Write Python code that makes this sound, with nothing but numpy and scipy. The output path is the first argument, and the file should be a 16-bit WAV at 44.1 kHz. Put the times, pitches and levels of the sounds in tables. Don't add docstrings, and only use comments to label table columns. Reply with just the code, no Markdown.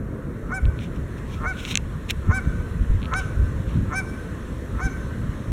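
import sys
import numpy as np
from scipy import signal
from scipy.fft import rfft, irfft, next_fast_len
from scipy.io import wavfile
from scipy.ndimage import uniform_filter1d, map_coordinates

SR = 44100
rng = np.random.default_rng(int(sys.argv[2]) if len(sys.argv) > 2 else 0)


def waveform_to_disk(signal):
    frames = np.transpose(np.atleast_2d(signal))
    scaled = np.clip(frames, -1, 1) * 32767
    samples = np.round(scaled).astype(np.int16)
    wavfile.write(sys.argv[1], SR, samples)


def gain_from_db(level_db):
    decades = np.asarray(level_db, float) / 20
    return 10 ** decades


N = 243429

# time in seconds, deep buffet in dB, flutter in dB.
WIND_COURSE = [(0, -35, -31), (.5, -32, -36), (1.0, -32, -32), (1.45, -29, -33.5), (1.9, -34, -35.5),
               (2.3, -29, -33.5), (2.85, -27.5, -31.5), (3.1, -30.5, -33), (3.4, -26, -34), (3.8, -27, -32),
               (4.1, -33, -34), (4.8, -32, -33.5), (5.2, -32, -32), (5.52, -36.5, -34)]
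# centre in seconds, width in seconds,
# deep buffet in dB, flutter in dB.
WIND_THUMPS = [(.665, 0.038, -18, -41), (1.336, 0.018, -27.5, -45), (1.419, 0.017, -25, -45),
               (2.112, 0.014, -23.5, -43), (2.187, 0.012, -17.5, -30.5), (2.293, 0.015, -13.5, -27),
               (2.472, 0.0076, -17.5, -21), (2.59, 0.011, -29, -38), (2.761, 0.0085, -20, -24),
               (2.817, 0.015, -16, -23.5), (2.909, 0.0076, -10.5, -29), (2.95, 0.012, -17, -37),
               (3.261, 0.0086, -19, -31.5), (3.431, 0.017, -19, -30), (3.61, 0.0091, -28, -22),
               (3.674, .015, -28, -40), (3.767, 0.018, -20, -22.5), (3.82, 0.018, -23, -26),
               (4.029, 0.0079, -26, -24.5), (4.76, .021, -26, -38), (4.856, 0.015, -17.5, -27),
               (5.296, 0.011, -21.5, -35), (5.51, 0.019, -25.5, -31)]
# frequency in Hz, relative level in dB per Hz.
BUFFET_SPECTRUM = [(15, -20), (30, -4), (65, -0.5), (110, -7.5), (200, -25)]
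FLUTTER_SPECTRUM = [(60, -3), (120, 1), (220, -2), (350, -16), (600, -42.5)]

# time in seconds, then drone, roar and hiss in dB before a fixed gain.
FAR_COURSE = [(0.0, -41, -47.5, -68.5), (1.35, -44, -45, -61), (1.57, -43.5, -44.5, -58.5),
              (1.89, -46.5, -46.5, -62), (2.51, -43, -44.5, -60), (2.78, -45, -44.5, -60.5),
              (3.35, -42.5, -44, -60), (5.52, -43.5, -44.5, -59.5)]
# frequency in Hz, relative level in dB per Hz.
DRONE_SPECTRUM = [(160, -7.5), (280, -1.5), (360, -4), (520, -6), (700, -17), (800, -32)]
ROAR_SPECTRUM = [(600, -11), (780, -9.5), (1060, 0), (1300, -3), (1860, -4.5), (3000, -28.5), (3900, -76)]
HISS_SPECTRUM = [(1500, -13.5), (2500, -1.5), (4000, -4.5), (5200, -6.5), (7800, -10), (11000, -15),
                 (14500, -24.5), (15800, -30), (16300, -80)]
SELF_NOISE_SPECTRUM = [(3000, -30), (8000, -1), (13000, -2), (15800, -9), (16300, -60)]
SELF_NOISE_DB = -68.5

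# break of the voice in seconds, length of the note in seconds, top pitch in Hz,
# note in dB, sag of the low partials at the top in dB, growl in dB before a fixed gain.
HONK_EVENTS = [(0.508, 0.094, 769, -27, -0.5, -31.5), (1.444, .088, 761.7, -24, -0.5, -26),
               (2.305, 0.1, 770.7, -24.5, 0, -28.5), (3.127, .093, 771, -24.5, -1, -25.5),
               (3.921, .101, 777, -26, 3.5, -28.5), (4.795, 0.1, 776.7, -29, 3.5, -32)]
# change of the first, second and third partial,
# of the low treble and of the high treble, then the share sent toward the shore, all in dB.
HEAD_TURNS = [(-6, 0.33, 1.5, -4, 2, -12.5), (-11, 0.44, 1, -6.5, -9, -14.5), (-9, 0.47, 1, 0.5, 3, -12.5),
              (-8, 0.27, 1.5, 3.5, 5.5, -11), (-5.5, 1.2, 5.5, 5.5, 4.5, -12), (-5, 0.87, 3, 4.5, 4, -8)]
# seconds from the break, pulse rate in Hz, relative level in dB.
GROWL_COURSE = [(-.09, 143.1, -26), (-.025, 148, -13.5), (.002, 150.3, -0.5), (0.012, 150.5, -2.5),
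                (.035, 160.4, -21)]
# frequency in Hz, width in Hz, relative level in dB.
THROAT_MODES = [(1275, 160, 4.5), (1860, 136, -7.5)]
BEAK_MODES = [(471, 210, -7.5), (1080, 180, 1), (2140, 410, -8)]
# multiple of the pitch, relative level in dB.
NOTE_PARTIALS = [(1, -6), (2, -1), (3, -12), (4, -38), (5, -31.5), (6, -24), (7, -21.5), (8, -23), (9, -29),
                 (10, -30.5), (11, -34.5), (12, -24.5), (13, -35.5), (14, -40), (15, -41), (16, -50),
                 (17, -47), (18, -45), (19, -44), (20, -52)]
# share of the note, depth under the top pitch in Hz.
PITCH_ARCH = [(0, 255), (.09, 225), (.17, 68), (.25, 36), (.39, 8), (.56, 0), (.78, 11), (1, 66)]
# share of the note, relative level in dB.
NOTE_SWELL = [(0, -8), (.09, -9), (.2, -2.5), (.36, 0), (.55, -2), (0.801, -2), (.88, -6.5), (1, -17)]
SAG_AT, SAG_WIDTH = 0.6, 0.15
ROUGHNESS_POWER = 0.3
BLOOM = 0.045
RASP_AT, RASP_WIDTH, RASP_DB = 0.2, 0.11, -25
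# frequency in Hz, relative level in dB per Hz.
RASP_SPECTRUM = [(4600, -23), (5500, -3), (6400, 2), (7200, -10), (8500, -22)]
# frequency in Hz, time to fall by 60 dB in seconds.
SHORE_DECAY = [(700, 0.15), (1500, 1.6), (2300, 0.71), (6000, 1), (12000, 1.18)]

# start in seconds, snap in dB,
# then hard contact and crack in dB relative to the snap.
TICK_EVENTS = [(.654, -26.5, -35, -50), (.79, -26.5, -30, -57), (1.0293, -55, -24, 6),
               (1.6316, -49, -10, 14), (1.651, -15.5, -13, -35), (1.711, -18, -17, -40),
               (1.743, -21, -20, -40), (1.7549, -4.5, -0.5, -26), (1.7736, -7.5, 1.5, -22),
               (2.092, -25, -8, -40), (2.1, -32, -14, -30), (2.1043, -10, -23, -25),
               (2.108, -11.5, -4.5, -5.5), (3.018, -31, -45, -50), (3.029, -25, -35, -50),
               (3.037, -34, -35, -50), (3.046, -32, -35, -50), (3.056, -24, -35, -50),
               (3.138, -18, -9, -45)]
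# frequency in Hz, relative level in dB.
SNAP_SPECTRUM = [(1700, -23), (2400, 0.5), (3200, -2.5), (4200, -5.5), (4900, -15)]
CONTACT_SPECTRUM = [(1000, -31), (1600, -10.5), (2500, -40), (4800, -17), (6200, -4.5), (7600, -11.5),
                    (8600, -21.5), (11000, -28)]
CRACK_SPECTRUM = [(7000, -16), (10000, -8), (14500, -9), (15800, -8)]
# frequency in Hz, relative level in dB, time to fall by 60 dB in seconds.
SHELL_MODES = [(2100, 2, 0.023), (2680, -4, 0.064), (5930, -24, 0.026), (8000, -35, 0.031),
               (9000, -13, 0.015)]
# loudest moment in seconds, rise in seconds, fall in seconds,
# level in dB before a fixed gain, treble relative to it in dB before a fixed gain.
RUB_EVENTS = [(0.834, 0.076, 0.059, -46, -6), (.962, 0.05, .04, -57, -1), (1.184, .04, .04, -54.5, -2.1),
              (1.342, .13, .07, -49.5, -4), (1.6, 0.1, 0.077, -44, -10), (1.722, 0.15, 0.034, -35.5, -2.5),
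              (2.108, 0.026, 0.013, -30, -3), (3.2, .08, 0.12, -51.5, -3), (3.68, .025, 0.26, -53.5, -9)]
# frequency in Hz, relative level in dB per Hz.
RUB_SPECTRUM = [(1200, -14), (1800, -10), (2300, 0.5), (3900, -4), (5000, -24), (6500, -50)]
RUB_TREBLE_SPECTRUM = [(3500, -36), (5000, 1), (6000, -2.5), (10900, -17.5), (13800, -21), (15800, -18),
                       (16300, -80)]
RUB_EDGE_DB = 24

# time in seconds, shaft rate in Hz, level of each gear tone in dB.
LENS_COURSE = [(4.58, 1420, -80), (4.69, 1760, -75), (4.72, 1800, -90), (4.79, 1905, -75),
               (4.82, 1915, -72), (4.86, 1850, -76), (4.95, 1770, -77), (5.01, 1590, -76),
               (5.05, 1490, -83)]
# frequency in Hz, width in Hz, depth in dB.
CAVITY_DIP = (4800, 1200, -17.5)


def unit(x):
    return x / np.sqrt(np.mean(x ** 2) + 1e-20)


def along(points, hz):
    f, v = np.transpose(points)
    return np.interp(np.log(hz + 1), np.log(f + 1), v)


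def closed(points):
    return [(points[0][0] / 2, -90), *points, (points[-1][0] + 600, -90)]


def span(rows):
    s, *cols = np.transpose(rows)
    first = round(s[0] * SR)
    t = np.arange(first, min(N, round(s[-1] * SR))) / SR
    return first, *[np.interp(t, s, c) for c in cols]


def whole(rows):
    s, *cols = np.transpose(rows)
    return [np.interp(np.arange(N) / SR, s, c) for c in cols]


def wobble(rate, n=N):
    knots = rng.standard_normal(int(n * rate / SR) + 4)
    return map_coordinates(knots, [np.arange(n) * rate / SR])


def filtered(x, response):
    m = next_fast_len(len(x) + 8192)
    hz = np.fft.rfftfreq(m, 1 / SR)
    return irfft(rfft(x, m) * response(hz), m)[:len(x)]


def rush(spectrum, patchy_db):
    z = signal.stft(rng.standard_normal(N), nperseg=512)[2]
    field = uniform_filter1d(rng.standard_normal(z.shape), 5, 0)
    field = uniform_filter1d(field, 12, 1)
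    x = signal.istft(z * gain_from_db(patchy_db * unit(field)), nperseg=512)[1][:N]
    return unit(filtered(x, lambda hz: gain_from_db(along(spectrum, hz))))


def wind():
    power = gain_from_db(whole(WIND_COURSE)) ** 2
    t = np.arange(N) / SR
    for s, width, *db in WIND_THUMPS:
        power = power + gain_from_db(db)[:, None] ** 2 * np.exp(-((t - s) / width) ** 2)
    buffet = unit(gain_from_db(1.9 * wobble(18)) * rush(closed(BUFFET_SPECTRUM), patchy_db=-0.56))
    flutter = unit(gain_from_db(1.3 * wobble(35)) * rush(closed(FLUTTER_SPECTRUM), patchy_db=1.93))
    return np.sum(np.sqrt(power) * [buffet, flutter], axis=0)


def distance():
    drone_db, roar_db, hiss_db = whole(FAR_COURSE)
    drone = gain_from_db(drone_db + 3.5) * rush(closed(DRONE_SPECTRUM), patchy_db=0.36)
    roar = gain_from_db(roar_db - 1.5) * rush(closed(ROAR_SPECTRUM), patchy_db=1.77)
    hiss = gain_from_db(hiss_db + 6.0) * rush(HISS_SPECTRUM, patchy_db=1.26)
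    return drone + roar + hiss


def microphone_hiss():
    return gain_from_db(SELF_NOISE_DB) * rush(SELF_NOISE_SPECTRUM, patchy_db=-0.5)


def resonances(x, modes):
    def response(f):
        total = 0
        for k, (centre, width, db) in enumerate(modes):
            band = 1j * f * width / (centre * centre - f * f + 1j * f * width)
            total = total + (-1) ** k * gain_from_db(db / 2) * band
        return total ** 2
    return filtered(x, response)


def growl(rows):
    first, rate_hz, db = span(rows)
    n = len(db)
    cycles = np.cumsum(rate_hz * (1 + 0.015 * wobble(150, n))) / SR
    pulses = np.diff(np.floor(cycles), prepend=0) * gain_from_db(1.5 * wobble(150, n))
    breath = 0.05 * rng.standard_normal(n) * np.exp(-3 * (cycles % 1))
    drive = (pulses + breath) * gain_from_db(db) * np.sqrt(SR / rate_hz)
    drive = np.pad(drive, (0, 1500))
    drive = uniform_filter1d(drive, size=13)
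    opening = np.pad(gain_from_db(0.48 * (db - db.max())), (0, 1500), "edge")
    throat = gain_from_db(19) * resonances(drive, THROAT_MODES)
    beak = gain_from_db(19.5) * resonances(opening * drive, BEAK_MODES)
    return first, throat + beak


def note(start, length, top_hz, note_db, sag_db, turn, rough_db):
    share = np.arange(round(length * SR)) / (length * SR)
    n = len(share)
    at, under_hz = np.transpose(PITCH_ARCH)
    knot = np.interp(share, at, np.arange(len(at)))
    hz = top_hz - map_coordinates(under_hz, [knot], mode="nearest")
    swell_db = np.interp(share, *np.transpose(NOTE_SWELL))
    sag = sag_db * np.exp(-((share - SAG_AT) / SAG_WIDTH) ** 2 / 2)
    phase = 2 * np.pi * np.cumsum(hz * (1 + 0.001 * wobble(60, n))) / SR
    *low_db, low_treble_db, high_treble_db, _ = turn

    x = np.zeros(n)
    for k, level_db in NOTE_PARTIALS:
        if k <= 3:
            lift_db = low_db[k - 1] - sag
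        else:
            lift_db = (low_treble_db if k < 9 else high_treble_db) - BLOOM * k * (top_hz - hz)
        waver_db = rough_db * k ** ROUGHNESS_POWER * wobble(46.5, n)
        gain = gain_from_db(note_db + swell_db + level_db + lift_db + waver_db)
        x += gain * np.sqrt(2) * np.sin(k * phase + 2 * np.pi * rng.random())

    air = unit(filtered(rng.standard_normal(n), lambda f: gain_from_db(along(closed(RASP_SPECTRUM), f))))
    rasp = np.exp(-((share - RASP_AT) / RASP_WIDTH) ** 2 / 2) * air
    x = x + gain_from_db(note_db + low_treble_db + RASP_DB) * rasp
    return round(start * SR), x * signal.windows.tukey(n, 0.15)


def shore(x, delay):
    hz, t, z = signal.stft(rng.standard_normal(SR), SR, nperseg=256)
    decay = gain_from_db(-60 * t / along(SHORE_DECAY, hz)[:, None])
    tail = signal.istft(z * decay, SR, nperseg=256)[1][:SR]
    tail = tail * gain_from_db(1.5 * wobble(25, len(tail)))
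    delayed = np.pad(x, (round(delay * SR), 0))
    return signal.fftconvolve(delayed, tail / np.linalg.norm(tail))


def goose():
    out = np.zeros(N + 2 * SR)
    for (s, length, top_hz, note_db, sag_db, growl_db), turn in zip(HONK_EVENTS, HEAD_TURNS):
        low = [(s + lead, rate_hz, growl_db + db) for lead, rate_hz, db in GROWL_COURSE]
        clear = note(s, length, top_hz, note_db, sag_db, turn, rough_db=2.0)
        for first, x in (clear, growl(low)):
            answer = gain_from_db(turn[-1]) * shore(x, delay=0.018)
            out[first:][:len(x)] += x
            out[first:][:len(answer)] += answer
    return out[:N]


def causal(spectrum):
    cepstrum = irfft(np.log(gain_from_db(along(spectrum, np.fft.rfftfreq(1024, 1 / SR)))))
    cepstrum = np.concatenate([cepstrum[:1], 2 * cepstrum[1:512], np.zeros(512)])
    pulse = irfft(np.exp(rfft(cepstrum)))
    return pulse / np.abs(pulse).max()


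def finger_ticks():
    snap = causal(closed(SNAP_SPECTRUM))
    contact = causal(closed(CONTACT_SPECTRUM))
    crack = causal(closed(CRACK_SPECTRUM))
    t = np.arange(len(snap)) / SR
    ring = sum(gain_from_db(db - 60 * t / t60) * np.sin(2 * np.pi * hz * t) for hz, db, t60 in SHELL_MODES)
    out = np.zeros(N + SR)
    for s, db, contact_db, crack_db in TICK_EVENTS:
        tick = snap + gain_from_db(contact_db) * contact + gain_from_db(crack_db) * crack + gain_from_db(-23) * ring
        out[round(s * SR):][:len(t)] += gain_from_db(db) * tick
    return out[:N]


def finger_rubs():
    grain = gain_from_db(2.5 * wobble(300))
    body = unit(grain * rush(RUB_SPECTRUM, patchy_db=1.5))
    treble = unit(np.sqrt(grain) * rush(RUB_TREBLE_SPECTRUM, patchy_db=1))
    out = np.zeros(N)
    for s, rise, fall, top_db, treble_db in RUB_EVENTS:
        edge_db = top_db - RUB_EDGE_DB
        first, db = span([(s - rise, edge_db), (s, top_db), (s + fall, edge_db)])
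        part = slice(first, first + len(db))
        out[part] += gain_from_db(db + 4.5) * body[part] + gain_from_db(db + treble_db + 1.0) * treble[part]
    return out


def lens():
    first, shaft_hz, db = span(LENS_COURSE)
    phase = 2 * np.pi * np.cumsum(shaft_hz) / SR
    out = np.zeros(N)
    out[first:][:len(db)] = np.sqrt(2) * gain_from_db(db) * (np.sin(7 * phase) + np.sin(8 * phase))
    return out


def scene():
    far = distance() + microphone_hiss()
    fingers = finger_ticks() + finger_rubs()
    return (wind() + far + goose() + fingers + lens())[None]


def roll_off(x):
    return signal.sosfilt(signal.butter(12, 16510, fs=SR, output="sos"), x)


def record(dry):
    hz, width, db = CAVITY_DIP

    def dip(f):
        detuning = hz * hz - f * f
        return (detuning + 1j * f * width * gain_from_db(db)) / (detuning + 1j * f * width)

    heard = filtered(dry[0], dip)
    return roll_off(heard[None])


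dry = scene()
out = record(dry)
waveform_to_disk(out)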